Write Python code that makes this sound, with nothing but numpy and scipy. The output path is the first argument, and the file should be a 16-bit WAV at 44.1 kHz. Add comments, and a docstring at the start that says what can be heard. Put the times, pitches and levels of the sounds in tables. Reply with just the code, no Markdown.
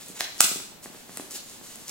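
"""A handbag fastener snaps shut

A handbag is handled on a sofa in an echoing living room, a little way from a two-port microphone.
Its strap slides, small metal fittings tick and fingers bump the padded bag, over a steady hiss.
A fastener clicks, scrapes, then snaps hard enough to overload the microphone, and the room rings on.
The quiet sliding, ticking and bumping carry on afterwards."""
import sys
import numpy as np
from scipy import signal
from scipy.fft import rfft, irfft
from scipy.io import wavfile

SR = 44100
rng = np.random.default_rng(int(sys.argv[2]) if len(sys.argv) > 2 else 0)


def wrap_up_sound(samples):
    """Save the sound to the file named by the first command line argument, as 16-bit audio."""
    columns = np.atleast_2d(samples).T
    # keep every value between -1 and 1, then stretch to whole-number steps
    tamed = np.clip(columns, -1, 1)
    steps = np.round(tamed * 32767).astype(np.int16)
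    wavfile.write(sys.argv[1], SR, steps)


N = 83790

# The tone of the room's hiss. Each row: frequency in Hz, relative level in dB.
HISS_TONE = [(25, -3.5), (60, -7.5), (120, -0.5), (220, 4.5), (450, -2), (900, -4.5), (2000, -9),
             (4500, -15), (7500, -35.5), (10000, -17.5), (15500, -13)]
# How alike the two ports hear sound from all around. Each row: frequency in Hz, likeness from 0 to 1.
PORT_LIKENESS = [(30, 0.5), (150, 0.25), (500, 0.39), (1200, 0.21), (2500, 0), (16000, 0)]
# Strap and fingers slide. Each row: peak time, rise and fall in seconds, relative level in dB,
# frequency in Hz above which it is bright.
SLIDES = [(.01, .05, 0.026, -41, 2070), (.095, 0.035, 0.029, -42.5, 5060), (.172, .015, 0.013, -37.5, 1000),
          (0.202, 0.0088, 0.024, -31.5, 2000), (.4, 0.045, 0.0073, -43, 2500),
          (0.843, 0.013, 0.023, -40.5, 4530), (.965, 0.054, 0.073, -47, 1970),
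          (1.161, 0.062, 0.096, -43.5, 3700), (1.318, 0.011, .025, -36, 5000),
          (1.359, 0.012, 0.013, -30.5, 3330), (1.5, 0.035, 0.073, -43.5, 4000),
          (1.655, 0.028, 0.067, -43, 3000), (1.719, 0.02, 0.039, -44.5, 3500),
          (1.81, 0.049, .06, -46, 4000), (1.898, 0.02, .02, -36, 2500)]
# The tone of sliding fabric. Each row: frequency in Hz, relative level in dB.
FABRIC_TONE = [(100, -16), (400, 7), (1200, -2.5), (3000, -2.5), (5500, -3.5), (7300, 0.5), (10000, -6),
               (16000, -14.5)]
# Metal fittings touch. Each row: start in seconds, relative level in dB, centre frequency in Hz.
FITTING_TICKS = [(.0612, -21, 7940), (.0845, -17, 10000), (.3805, -17.5, 7700), (.3872, -19, 7900),
                 (.3975, -40, 6500), (0.8421, -18, 8056), (1.1726, -6, 8100), (1.3096, -14, 6500),
                 (1.4975, -21, 7000), (1.7578, -15.5, 8300), (1.8815, -11, 6100), (1.8952, -9, 6000)]
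# Fingers hit the bag. Each row: start in seconds, relative level in dB, treble cutoff in Hz.
FINGER_BUMPS = [(.089, -22, 398), (0.1, -18.5, 485), (0.442, -11, 513), (.515, -10.5, 715),
                (.559, -11.5, 440), (0.601, -18, 2020), (.859, -13.5, 1620), (.867, -21, 244),
                (0.9, -21, 340), (0.948, -20, 1190), (1.094, -17, 1410), (1.174, -14.5, 3980),
                (1.1976, -8.5, 1050), (1.2003, -17, 348), (1.35, -33, 2480), (1.613, -21.5, 1010)]
# The padded bag's ringing notes. Each row: pitch in Hz, relative level in dB, seconds to fade 60 dB.
BAG_NOTES = [(191, -2, 0.076), (275, 4, 0.023), (397, -2.5, 0.034), (590, 2, 0.008), (787, 1.5, 0.0062),
             (1090, -4, 0.012), (1780, 14, 0.0036)]
# The tone of the fastener's first click. Each row: frequency in Hz, relative level in dB.
CLICK_TONE = [(80, -25), (300, -18), (500, -6), (720, -6), (1200, 0.5), (1700, 6.5), (2700, -2.5),
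              (3300, -6), (4200, 7), (6000, -3.5), (8000, -8), (16000, -13)]
# That click's ringing notes. Each row: pitch in Hz, relative level in dB, seconds to fade 60 dB.
CLICK_NOTES = [(730, -3, .011), (1700, -6, .006), (3300, -3, .004), (4200, 2, .004)]
# The tone of the snap's crack. Each row: frequency in Hz, relative level in dB.
CRACK_TONE = [(60, -41), (250, -22), (700, -12.5), (1300, -31.5), (2000, -9.5), (3200, -8), (4600, -7),
              (5800, -3.5), (6700, -1.5), (7750, 4), (9000, -3), (10300, -4), (12000, -8.5), (16000, -7.5)]
# Fastener and leather ring. Each row: pitch in Hz, relative level in dB, seconds to fade 60 dB.
SNAP_NOTES = [(280, -24, .012), (1326, 1.5, 0.011), (2590, -9.5, 0.01)]
# Echoes off nearby surfaces. Each row: delay in seconds, extra delay at the right port in seconds.
NEAR_ECHOES = [(.0081, .0001), (.0112, -.00015)]
# How long the room rings. Each row: frequency in Hz, seconds to fade 60 dB.
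TAIL_FADE = [(200, 0.22), (530, 0.57), (1400, 0.4962), (3700, 0.67), (7500, 0.5843), (15000, 0.52)]
# The tone of the room's ringing. Each row: frequency in Hz, relative level in dB.
TAIL_TONE = [(60, 0), (250, 1.5), (800, 1), (1400, 1), (4000, 4), (7500, -1), (15000, -1)]

SNAP_AT_S = .4057


def amp(db):
    """Turns decibels into a number to multiply by."""
    return 10 ** (np.asarray(db) / 20)


def unit(x):
    """Scales a sound to an energy of one."""
    return x / np.sqrt(np.sum(x ** 2) + 1e-20)


def read(table, hz):
    """Looks up a value between a table's rows, with octaves evenly spaced."""
    f, value = np.transpose(table)
    return np.interp(np.log(hz + 1), np.log(f), value)


def freqs(size):
    """Lists the frequencies in the spectrum of a sound this many samples long."""
    return np.fft.rfftfreq(size, 1 / SR)


def add(mix, start_s, sound):
    """Mixes a sound in at a given time."""
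    part = mix[max(round(start_s * SR), 0):][:len(sound)]
    part += sound[:len(part)]


def pulse(db, size=4096):
    """Makes the shortest sudden click that has the given tone."""
    log_gain = np.log(amp(np.r_[db, db[-2:0:-1]]))
    spectrum = np.exp(np.conj(signal.hilbert(log_gain)))
    return unit(np.fft.ifft(spectrum).real[:size // 2])


def burst(fade_s, size=2048):
    """Touching parts make a scatter of noise that dies quickly."""
    fade = np.exp(-np.log(1000) * np.arange(size) / SR / fade_s)
    noise = rng.standard_normal(size) * fade
    for _ in range(4):  # even out the tone, then fade again
        noise = irfft(np.exp(1j * np.angle(rfft(noise))), size) * np.sqrt(fade)
    return unit(noise)


def ring(notes, size=4096):
    """A struck object rings with a few fading notes."""
    t = np.arange(size) / SR
    return unit(sum(amp(db) * np.exp(-np.log(1000) * t / fade_s) * np.cos(2 * np.pi * hz * t)
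                    for hz, db, fade_s in notes))


def surrounding_noise(size):
    """Noise from all around gives each port its own spectrum, partly alike in the bass."""
    left, other = rfft(rng.standard_normal((2, size)))
    same = read(PORT_LIKENESS, freqs(size))
    return np.array([left, same * left + np.sqrt(1 - same ** 2) * other])


def room_hiss(level_db=-50):
    """The air of the room hisses steadily."""
    noise = irfft(surrounding_noise(N) * amp(read(HISS_TONE, freqs(N))), N)
    return amp(level_db) * np.sqrt(2 * N) * unit(noise)


def strap_slides(slips_per_s=16000, spread_db=1.8, bass_db=-12):
    """Each slide is a swell of tiny slips in the weave."""
    out, t, f = np.zeros(N), np.arange(N) / SR, freqs(N)
    for peak_s, rise, fall, db, hz in SLIDES:
        slips = rng.standard_normal(N) * (rng.random(N) < slips_per_s / SR)
        slips *= amp(spread_db * np.minimum(rng.exponential(1, N), 3))
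        tone = amp(read(FABRIC_TONE, f)) * (amp(bass_db) + f ** 2 / (f ** 2 + hz ** 2))
        swell = np.exp(-.5 * ((t - peak_s) / np.where(t < peak_s, rise, fall)) ** 2)
        out += amp(db) * swell * np.sqrt(N) * unit(irfft(rfft(slips) * tone, N))
    return out


def fitting_ticks(width_octaves=.3, floor_db=-11, low_cut_hz=700):
    """Small metal fittings touch, each ringing in one broad, bright band."""
    out, f = np.zeros(N), freqs(4096) + 1
    for start_s, db, hz in FITTING_TICKS:
        band = np.exp(-.5 * (np.log2(f / hz) / width_octaves) ** 2)
        tone = (band + amp(floor_db)) * f / (f + low_cut_hz)
        tick = signal.fftconvolve(pulse(20 * np.log10(tone)), burst(fade_s=.005))
        add(out, start_s, amp(db) * unit(tick))
    return out


def finger_bumps(low_cut_hz=169):
    """The softer the finger, the duller the bump; the bag gives off hardly any deep bass."""
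    out = np.zeros(N)
    body = signal.lfilter(*signal.butter(2, low_cut_hz, "high", fs=SR), ring(BAG_NOTES))
    for start_s, db, hz in FINGER_BUMPS:
        bump = signal.lfilter(*signal.butter(2, hz, fs=SR), body)
        add(out, start_s, amp(db) * unit(bump))
    return out


def fastener_click(start_s=.2074, level_db=1.7, ring_db=-3, chatter_db=-9):
    """The fastener catches with a dull click, a short ring and a little chatter."""
    out, click = np.zeros(N), pulse(read(CLICK_TONE, freqs(4096)))
    add(out, start_s, click)
    add(out, start_s + .0003, amp(ring_db) * ring(CLICK_NOTES))
    add(out, start_s, amp(chatter_db) * signal.fftconvolve(click, burst(fade_s=.035)))
    return amp(level_db) * out


def fastener_scrape(length_s=.016, centre_hz=5370, width_octaves=.56, end_db=-32.5, growth_db=9):
    """Rubbing grows louder as the fastener is pressed, and stops at the snap."""
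    out, size = np.zeros(N), round(length_s * SR)
    band = np.exp(-.5 * (np.log2((freqs(size) + 1) / centre_hz) / width_octaves) ** 2)
    noise = np.sqrt(size) * unit(irfft(rfft(rng.standard_normal(size)) * band, size))
    add(out, SNAP_AT_S - length_s, noise * amp(end_db + np.linspace(-growth_db, 0, size)))
    return out


def fastener_snap(level_db=18.55, knock_db=-13, scatter_s=.0026, step_hz=300, size=4096):
    """The fastener springs home with a bright crack and a short, hollow knock."""
    out, f = np.zeros(N), freqs(size)
    steps = np.arange(0, SR / 2, step_hz)
    margin_s = size / SR / 2
    # Each part of the crack's spectrum arrives at a slightly different time.
    delay = margin_s + scatter_s * np.interp(f, steps, rng.random(len(steps)))
    crack = irfft(amp(read(CRACK_TONE, f)) * np.exp(-2j * np.pi * np.cumsum(delay) * f[1]))
    add(out, SNAP_AT_S - margin_s, unit(crack))
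    add(out, SNAP_AT_S, amp(knock_db) * ring(SNAP_NOTES))
    return amp(level_db) * out


def direct_paths(f, lag_s=.00009, limit_radians=1.4):
    """Sound reaches the left port first; in the treble its phase lead levels off."""
    lead = limit_radians * np.tanh(2 * np.pi * f * lag_s / limit_radians)
    return np.exp(-1j * np.array([0 * f, lead]))


def room_tail(size, delay_s=.004, build_s=.02, wall_s=.0385, spread_s=.003, wall_db=4):
    """Countless echoes build up and fade, with a louder cluster from the far walls."""
    age = np.arange(size) / SR
    hz, t, bands = signal.stft(irfft(surrounding_noise(size)), SR, nperseg=256)
    fade = np.exp(-np.log(1000) * t / read(TAIL_FADE, hz)[:, None])
    tail = signal.istft(bands * fade, SR, nperseg=256)[1][:, :size]
    walls = amp(wall_db * np.exp(-.5 * ((age - wall_s) / spread_s) ** 2))
    build = np.sqrt(np.clip((age - delay_s) / build_s, 0, 1))
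    return np.sqrt(2) * unit(tail * walls * build)


def room(sound, echo_db=-12.5, step_db=-7, tail_db=-3.5, size=32768):
    """Each port hears the direct sound, two nearby echoes and the room ringing on."""
    f = freqs(size)
    paths = direct_paths(f)
    for k, (delay_s, lag_s) in enumerate(NEAR_ECHOES):
        arrivals = np.array([[delay_s], [delay_s + lag_s]])
        paths += amp(echo_db + k * step_db) * np.exp(-2j * np.pi * f * arrivals)
    paths += rfft(room_tail(size)) * amp(tail_db + read(TAIL_TONE, f))
    margin = 128  # samples that hold the ripple just before the direct sound
    response = np.roll(irfft(paths), margin, axis=1)
    return signal.fftconvolve(sound[None], response, axes=1)[:, margin:margin + N]


def scene(slides_db=-3, ticks_db=-1, bumps_db=-1):
    """All the handling sounds play in the room, over its hiss."""
    handling = fastener_click() + fastener_scrape() + fastener_snap()
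    handling += amp(ticks_db) * fitting_ticks()
    handling += amp(bumps_db) * finger_bumps()
    handling += amp(slides_db) * strap_slides()
    return room(handling) + room_hiss()


def record(dry, ceiling=.95, top_hz=15900):
    """The snap overloads the microphone, flattening its peaks; then the highest treble is cut."""
    clipped = np.clip(dry, -ceiling, ceiling)
    treble_cut = signal.firwin(511, top_hz, window=("kaiser", 9), fs=SR)
    return signal.oaconvolve(clipped, treble_cut[None], "same")


dry = scene()
out = record(dry)
wrap_up_sound(out)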